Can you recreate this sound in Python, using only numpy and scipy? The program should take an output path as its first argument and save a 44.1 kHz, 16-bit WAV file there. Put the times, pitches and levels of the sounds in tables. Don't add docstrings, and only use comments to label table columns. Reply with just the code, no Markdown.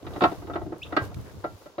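import sys
import numpy as np
from scipy import signal
from scipy.io import wavfile
from scipy.ndimage import uniform_filter1d

SR = 44100
rng = np.random.default_rng(int(sys.argv[2]) if len(sys.argv) > 2 else 0)


def wrap_up_sound(samples):
    columns = np.atleast_2d(samples).T
    tamed = np.clip(columns, -1, 1)
    steps = np.round(tamed * 32767).astype(np.int16)
    wavfile.write(sys.argv[1], SR, steps)


N = 79380
TIME = np.arange(N) / SR
CUTOFF_HZ = 15900
EDGES_HZ = np.geomspace(25, 17000, 23)
CENTRES_HZ = np.sqrt(EDGES_HZ[1:] * EDGES_HZ[:-1])


def from_db(db):
    return 10 ** (np.asarray(db) / 20)


def panned(db):
    return from_db(db * np.array([[.5], [-.5]]))


def level_curve(rows):
    return from_db(np.interp(TIME, *np.transpose(rows)))


def at_hz(points, hz):
    f, value = np.transpose(points)
    return np.interp(np.log(hz), np.log(f), value)


def decay(t, t60):
    return np.exp(-np.log(1000) * t / t60)


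def roughness(depth_db, rate_hz):
    knots = rng.standard_normal(2000)
    return from_db(depth_db * np.interp(TIME * rate_hz, np.arange(len(knots)), knots))


def unit_rms(x):
    return x / np.sqrt(np.mean(x ** 2) + 1e-20)


def noise_bands(spectrum, correlation):
    white, bands = rng.standard_normal((2, 2, N)), []
    gains = from_db(at_hz(spectrum, CENTRES_HZ)) * np.sqrt(np.diff(EDGES_HZ))
    alike = correlation * np.ones(len(gains))
    for k, gain in enumerate(gains / np.linalg.norm(gains)):
        band = signal.butter(2, EDGES_HZ[k:k + 2], "band", fs=SR, output="sos")
        mid, side = signal.sosfilt(band, white[k % 2])
        stereo = np.sqrt(1 + alike[k]) * mid + np.sqrt(1 - alike[k]) * np.array([side, -side])
        bands.append(gain * unit_rms(stereo))
    return np.array(bands)


def add(out, start_s, sound):
    i = int(start_s * SR)
    out[..., i:i + sound.shape[-1]] += sound[..., :N - i]


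# frequency in Hz, relative spectral density in dB.
HUSH_SPECTRUM = [(25, -16), (80, -14.5), (300, -6.5), (700, 2.5), (1500, -15), (3000, -10), (6000, -12.5),
                 (8500, -46), (15500, -44)]

def yard_hush():
    return from_db(-60.5) * noise_bands(HUSH_SPECTRUM, correlation=0.11).sum(0)


# time in seconds, level in dB.
GRIND_LEVEL = [(0, -52.5), (.08, -42), (.35, -48.5), (.6, -55), (.76, -51.5), (.8, -57), (.9, -49),
               (1.02, -36.5), (1.12, -54.5), (1.28, -51.5), (1.42, -55.5), (1.6, -54), (1.8, -60.5)]
# frequency in Hz, relative spectral density in dB.
GRIND_SPECTRUM = [(150, -22.5), (320, 4), (500, 4.5), (750, -5), (1000, -2.5), (1350, -9), (2000, -19),
                  (4000, -38), (8000, -53)]
# frequency in Hz, left-right correlation of the grinding and of the frame's clatter.
PRESS_CORRELATION = [(80, 0.65), (300, 0.91), (700, 0.87), (1200, .5), (2200, 0), (4000, 0.43),
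                     (10000, 0.36)]

def thread_grind():
    friction = noise_bands(GRIND_SPECTRUM, at_hz(PRESS_CORRELATION, CENTRES_HZ)).sum(0)
    return level_curve(GRIND_LEVEL) * unit_rms(friction * roughness(depth_db=3.5, rate_hz=110))


# time in seconds, relative level in dB.
RUMBLE_LEVEL = [(0.0, -65), (0.07, -38.5), (0.18, -44.5), (0.214, -61), (0.284, -37), (0.334, -60),
                (0.39, -38), (0.426, -47), (0.556, -39.5), (0.576, -44), (0.636, -37), (0.786, -57.5),
                (0.866, -44.5), (0.892, -46), (0.946, -43), (0.982, -62), (1.026, -38.5), (1.102, -37),
                (1.122, -47.5), (1.178, -33), (1.242, -46), (1.278, -45), (1.298, -53.5), (1.378, -39.5),
                (1.418, -54), (1.554, -46.5), (1.578, -70), (1.684, -58), (1.728, -79), (1.8, -56)]
# frequency in Hz, relative spectral density in dB.
RUMBLE_SPECTRUM = [(25, -31), (45, -9), (70, 1), (105, 3.5), (150, -5), (220, -10), (400, -16), (900, -52)]

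def low_rumble():
    low = noise_bands(RUMBLE_SPECTRUM, correlation=0).sum(0)
    running_power = uniform_filter1d(np.mean(low ** 2, axis=0), size=1800)
    steady = low / np.sqrt(running_power + 1e-12)
    return from_db(1) * level_curve(RUMBLE_LEVEL) * steady


# time in seconds, relative level in dB.
SWISH_LEVEL = [(0, -63), (.13, -54), (.27, -50.5), (.4, -55), (.55, -62), (.73, -65), (.87, -56),
               (.96, -63), (1.0, -56.5), (1.05, -47), (1.1, -61), (1.22, -55), (1.39, -59), (1.5, -58.5),
               (1.63, -56.5), (1.76, -66.5)]
# frequency in Hz, relative spectral density in dB.
SWISH_SPECTRUM = [(700, 4), (2000, -2), (4000, -1.5), (6500, -4), (8200, -8.5), (10500, -6.5),
                  (15500, -9.5)]

def glove_swish():
    hiss = noise_bands(SWISH_SPECTRUM, correlation=0).sum(0) * roughness(depth_db=1.5, rate_hz=460)
    return from_db(-0.5) * level_curve(SWISH_LEVEL) * hiss * panned(1.5)


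def knock_gain(knock, hz):
    _, db, thud, clang, click, pan_db, _ = knock
    colour_db = at_hz([(350, thud), (700, 0), (1300, clang), (3730, click)], hz)
    return panned(pan_db) * from_db(db + colour_db)


RATTLE, SLAM, CLANK, CLUNK, CLINK = range(5)
# start in seconds, relative level in dB, extra thud, clang and click in dB, pan in dB,
# kind of contact.
BAR_KNOCKS = [(0.024, -46.5, 13, -30, 8, -4, RATTLE), (0.065, -36.5, -3, 0, 7, -1.5, RATTLE),
              (0.112, -55.5, 13, -15, -2, 7, RATTLE), (0.134, -43.5, -10, -12, 13, -2.5, RATTLE),
              (0.159, -30, 5.5, -5.5, -2, -1.5, RATTLE), (0.207, -23, -4.5, 4, -1.5, -2.5, SLAM),
              (0.218, -16, 3, -5, 0.5, -2, SLAM), (0.236, -10.5, -4.5, 0, -1, 0, SLAM),
              (0.249, -15.5, -27, -8, -10, -3, SLAM), (0.314, -31, 2, -10.5, -2.5, 10, RATTLE),
              (0.384, -59, 18, -15, -8.5, 0, RATTLE), (0.418, -39.5, 6, -3, -6, -1, RATTLE),
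              (0.441, -50, 15, -17, -9, -9, RATTLE), (0.469, -43, 6, 1, 3, 4, RATTLE),
              (0.481, -40, 8.5, -6, -10, -7, RATTLE), (0.497, -30.5, 2.5, 0.5, -17, 2.5, RATTLE),
              (0.534, -39, 6, 7, 6, 0.5, CLINK), (0.555, -22, -2, -2.5, -8.5, -0.5, RATTLE),
              (0.576, -43, 1, -17, -6, 3, RATTLE), (0.614, -31.5, 1.5, -9.5, -15, 2, RATTLE),
              (0.659, -39, 15.5, -9, -15, 2, RATTLE), (0.696, -50.5, 18.5, -10, -5, -2, RATTLE),
              (0.721, -34.5, 10.5, -3.5, -13, -1, RATTLE), (0.736, -45.5, 5, -2, -18, -2, RATTLE),
              (0.76, -48.5, 7, -6, -14, -8, RATTLE), (0.861, -52.5, -6, 8.5, 5, -1, RATTLE),
              (0.923, -29.5, 5, 4.5, -2, 2.5, RATTLE), (0.965, -21.5, 4, 11, 7.5, -0.5, CLANK),
              (0.987, -39.5, -12, -2, 13, -5, CLANK), (1.112, -42, -4, -6, -5, 1, RATTLE),
              (1.165, -52, 17.5, 7, 1, 1, RATTLE), (1.4405, -24, -1.5, -2.5, -11, -0.5, CLUNK),
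              (1.657, -40.5, 0.5, -5, -3, -1, CLUNK), (1.781, -27.5, 0, -6, -5.5, 0, CLUNK)]
# frequency of a mode of the bar, screw and frame in Hz, 60 dB decay time in seconds,
# relative level in dB for each of the five kinds of contact.
FRAME_MODES = [(295.2, 0.17, -9.5, -11, -7.5, -11, -8), (332.3, 0.1, -6, -2.5, -6.5, -4, -22),
               (381.7, 0.11, -10, -15, -6, -11.5, -12), (516, 0.03, -17, -30, -5, 2.5, -15),
               (590.4, 0.077, -19, -18, -1, 2.5, -14), (626.3, .11, -11, -13.5, -6, -5, -17),
               (701, 0.096, -2.5, -5.5, -23, -5.5, -1), (740.6, .11, -11.5, -5.5, -10.5, -11.5, -16),
               (874.7, 0.096, -9, -9, -25, -14, -11), (1085, 0.099, -14, -4, -22, -29, -24),
               (1244, 0.085, -6, -24, -6, -6.5, -17), (1300, 0.091, -8, -3, -10, -6, -5.5),
               (1365, 0.16, -11, -9.5, -23, -4, -4), (1586, 0.15, -33, -39, -8.5, -22, -22),
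               (1870, .11, -17.5, -17, -16.5, -39, -22), (1970, 0.13, -15.5, -27, -18, -13, -37),
               (2350, 0.14, -26, -23, -25, -26, -24), (2615, 0.082, -29, -18, -27, -35, -28),
               (2820, 0.076, -19, -52, -19, -33, -24), (3600, 0.046, -22, -13, -24, -26, -5),
               (3870, 0.066, -19, -22, -34, -15, -24), (4440, 0.052, -31, -20, -16, -17, -29)]

def frame_ring():
    hz, t60, *contact_db = np.transpose(FRAME_MODES)
    t, out = TIME[:SR // 3], np.zeros((2, N))
    ring_db, spread_db, rise_s = 2, 1.5, 0.0038
    polarity = (-1) ** np.arange(len(hz))
    lead_rad = np.minimum(0.6 * hz / 1000, 0.89) * polarity
    phase = 2 * np.pi * hz[:, None] * t
    envelope = decay(t, t60[:, None]) * (1 - np.exp(-t / rise_s))
    rings = np.array([envelope * np.sin(phase + side * lead_rad[:, None]) for side in (1, -1)])
    for knock in BAR_KNOCKS:
        start, *_, contact = knock
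        mode_db = ring_db + contact_db[contact] + spread_db * rng.standard_normal(len(hz))
        gains = knock_gain(knock, hz) * from_db(mode_db) * polarity
        add(out, start, np.einsum("cm,cmn->cn", gains, rings))
    return out


# frequency in Hz, relative spectral density in dB.
CLATTER_SPECTRUM = [(50, -22.5), (150, -11.5), (230, -12), (320, -1), (480, -5), (700, -2.5), (1000, -9),
                    (1300, -10), (1750, -16.5), (2600, -20.5), (4300, -23), (5500, -32), (8000, -26),
                    (15000, -33)]
# frequency in Hz, 60 dB decay time in seconds.
CLATTER_T60 = [(100, 0.42), (350, .11), (1300, 0.098), (4000, 0.081), (12000, 0.071)]

def frame_clatter():
    t, power = TIME[:SR // 2], np.zeros((len(CENTRES_HZ), N))
    rise_s = 0.0014
    direct = decay(t, at_hz(CLATTER_T60, CENTRES_HZ)[:, None])
    yard_echo = from_db(-18.5) * decay(t, t60=0.34)
    knock_power = (direct ** 2 + yard_echo ** 2) * (1 - np.exp(-t / rise_s)) ** 2
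    for knock in BAR_KNOCKS:
        gains = knock_gain(knock, CENTRES_HZ).mean(0)
        add(power, knock[0], gains[:, None] ** 2 * knock_power)
    bands = noise_bands(CLATTER_SPECTRUM, at_hz(PRESS_CORRELATION, CENTRES_HZ))
    clatter = np.einsum("bn,bcn->cn", np.sqrt(power), bands)
    lowpass = signal.butter(4, 4260, fs=SR, output="sos")
    return from_db(-1) * signal.sosfilt(lowpass, clatter)


# start in seconds, level in dB, frequency in Hz.
DRUM_BUMPS = [(0.268, -34, 90.6), (1.018, -22.5, 106.5), (1.081, -30, 97.6), (1.165, -30, 122),
              (1.363, -33, 102.5), (1.529, -41, 99)]

def drum_bumps():
    t, out = TIME[:SR // 3], np.zeros(N)
    rise_s = 0.0038
    envelope = decay(t, t60=0.15) * (1 - np.exp(-t / rise_s))
    for start, db, hz in DRUM_BUMPS:
        add(out, start, from_db(db) * np.sin(2 * np.pi * hz * t) * envelope)
    return out


# start in seconds, level in dB, nominal band centre in Hz, pan in dB.
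SHARP_TICKS = [(0.782, -53.5, 11000, 4), (0.811, -59, 7000, 3), (0.967, -45.5, 9800, -2),
               (1.144, -43, 2160, -7), (1.213, -55, 9900, 3), (1.483, -67, 11000, 0)]

def sharp_ticks():
    t, out = TIME[:SR // 20], np.zeros((2, N))
    for start, db, hz, pan_db in SHARP_TICKS:
        band = signal.butter(1, [hz / 2, min(hz * 2, CUTOFF_HZ)], "band", fs=SR, output="sos")
        crack = unit_rms(signal.sosfilt(band, rng.standard_normal((2, len(t)))))
        add(out, start, from_db(db) * panned(pan_db) * crack * decay(t, t60=0.021))
    return out


# start in seconds, relative level in dB.
CHIRPS = [(0.814, -30), (0.854, -46)]
# time into the chirp in seconds, frequency in Hz, relative level in dB.
CHIRP_GLIDE = [(0, 2120, -30), (.007, 2504, -8), (.016, 2736, -2.5), (.020, 3490, -2), (.024, 3750, -8.5),
               (0.028, 4350, -28)]

def bird_chirps():
    times, hz, db = np.transpose(CHIRP_GLIDE)
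    t, direct = TIME[:int(times[-1] * SR)], np.zeros(N)
    phase = 2 * np.pi * np.cumsum(np.interp(t, times, hz)) / SR
    whistle = np.sin(phase) + from_db(-23.5) * np.sin(2 * phase)
    chirp = from_db(np.interp(t, times, db)) * whistle
    for start, level_db in CHIRPS:
        add(direct, start, from_db(level_db) * chirp)
    wall_response = rng.standard_normal((2, SR // 3)) * decay(TIME[:SR // 3], t60=0.18)
    wall_response /= np.linalg.norm(wall_response, axis=1, keepdims=True)
    echo = signal.fftconvolve(direct[None], wall_response)[:, :N]
    return direct + from_db(-6.5) * echo


def rust_scrape():
    peak_s, half_width_s = 1.277, 0.044
    band = signal.butter(2, (1200, 2150), "band", fs=SR, output="sos")
    friction = signal.sosfilt(band, rng.standard_normal((2, N)))
    rasp = unit_rms(friction * roughness(depth_db=3.5, rate_hz=150))
    return from_db(-55.5) * rasp * np.exp(-((TIME - peak_s) / half_width_s) ** 2)


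def scene():
    hush = yard_hush()
    knocks = frame_ring() + frame_clatter()
    press = knocks + thread_grind() + rust_scrape() + sharp_ticks() + drum_bumps()
    return hush + press + low_rumble() + glove_swish() + bird_chirps()


def record(dry):
    return signal.sosfilt(signal.ellip(12, .2, 80, CUTOFF_HZ, fs=SR, output="sos"), dry)


dry = scene()
out = record(dry)
wrap_up_sound(out)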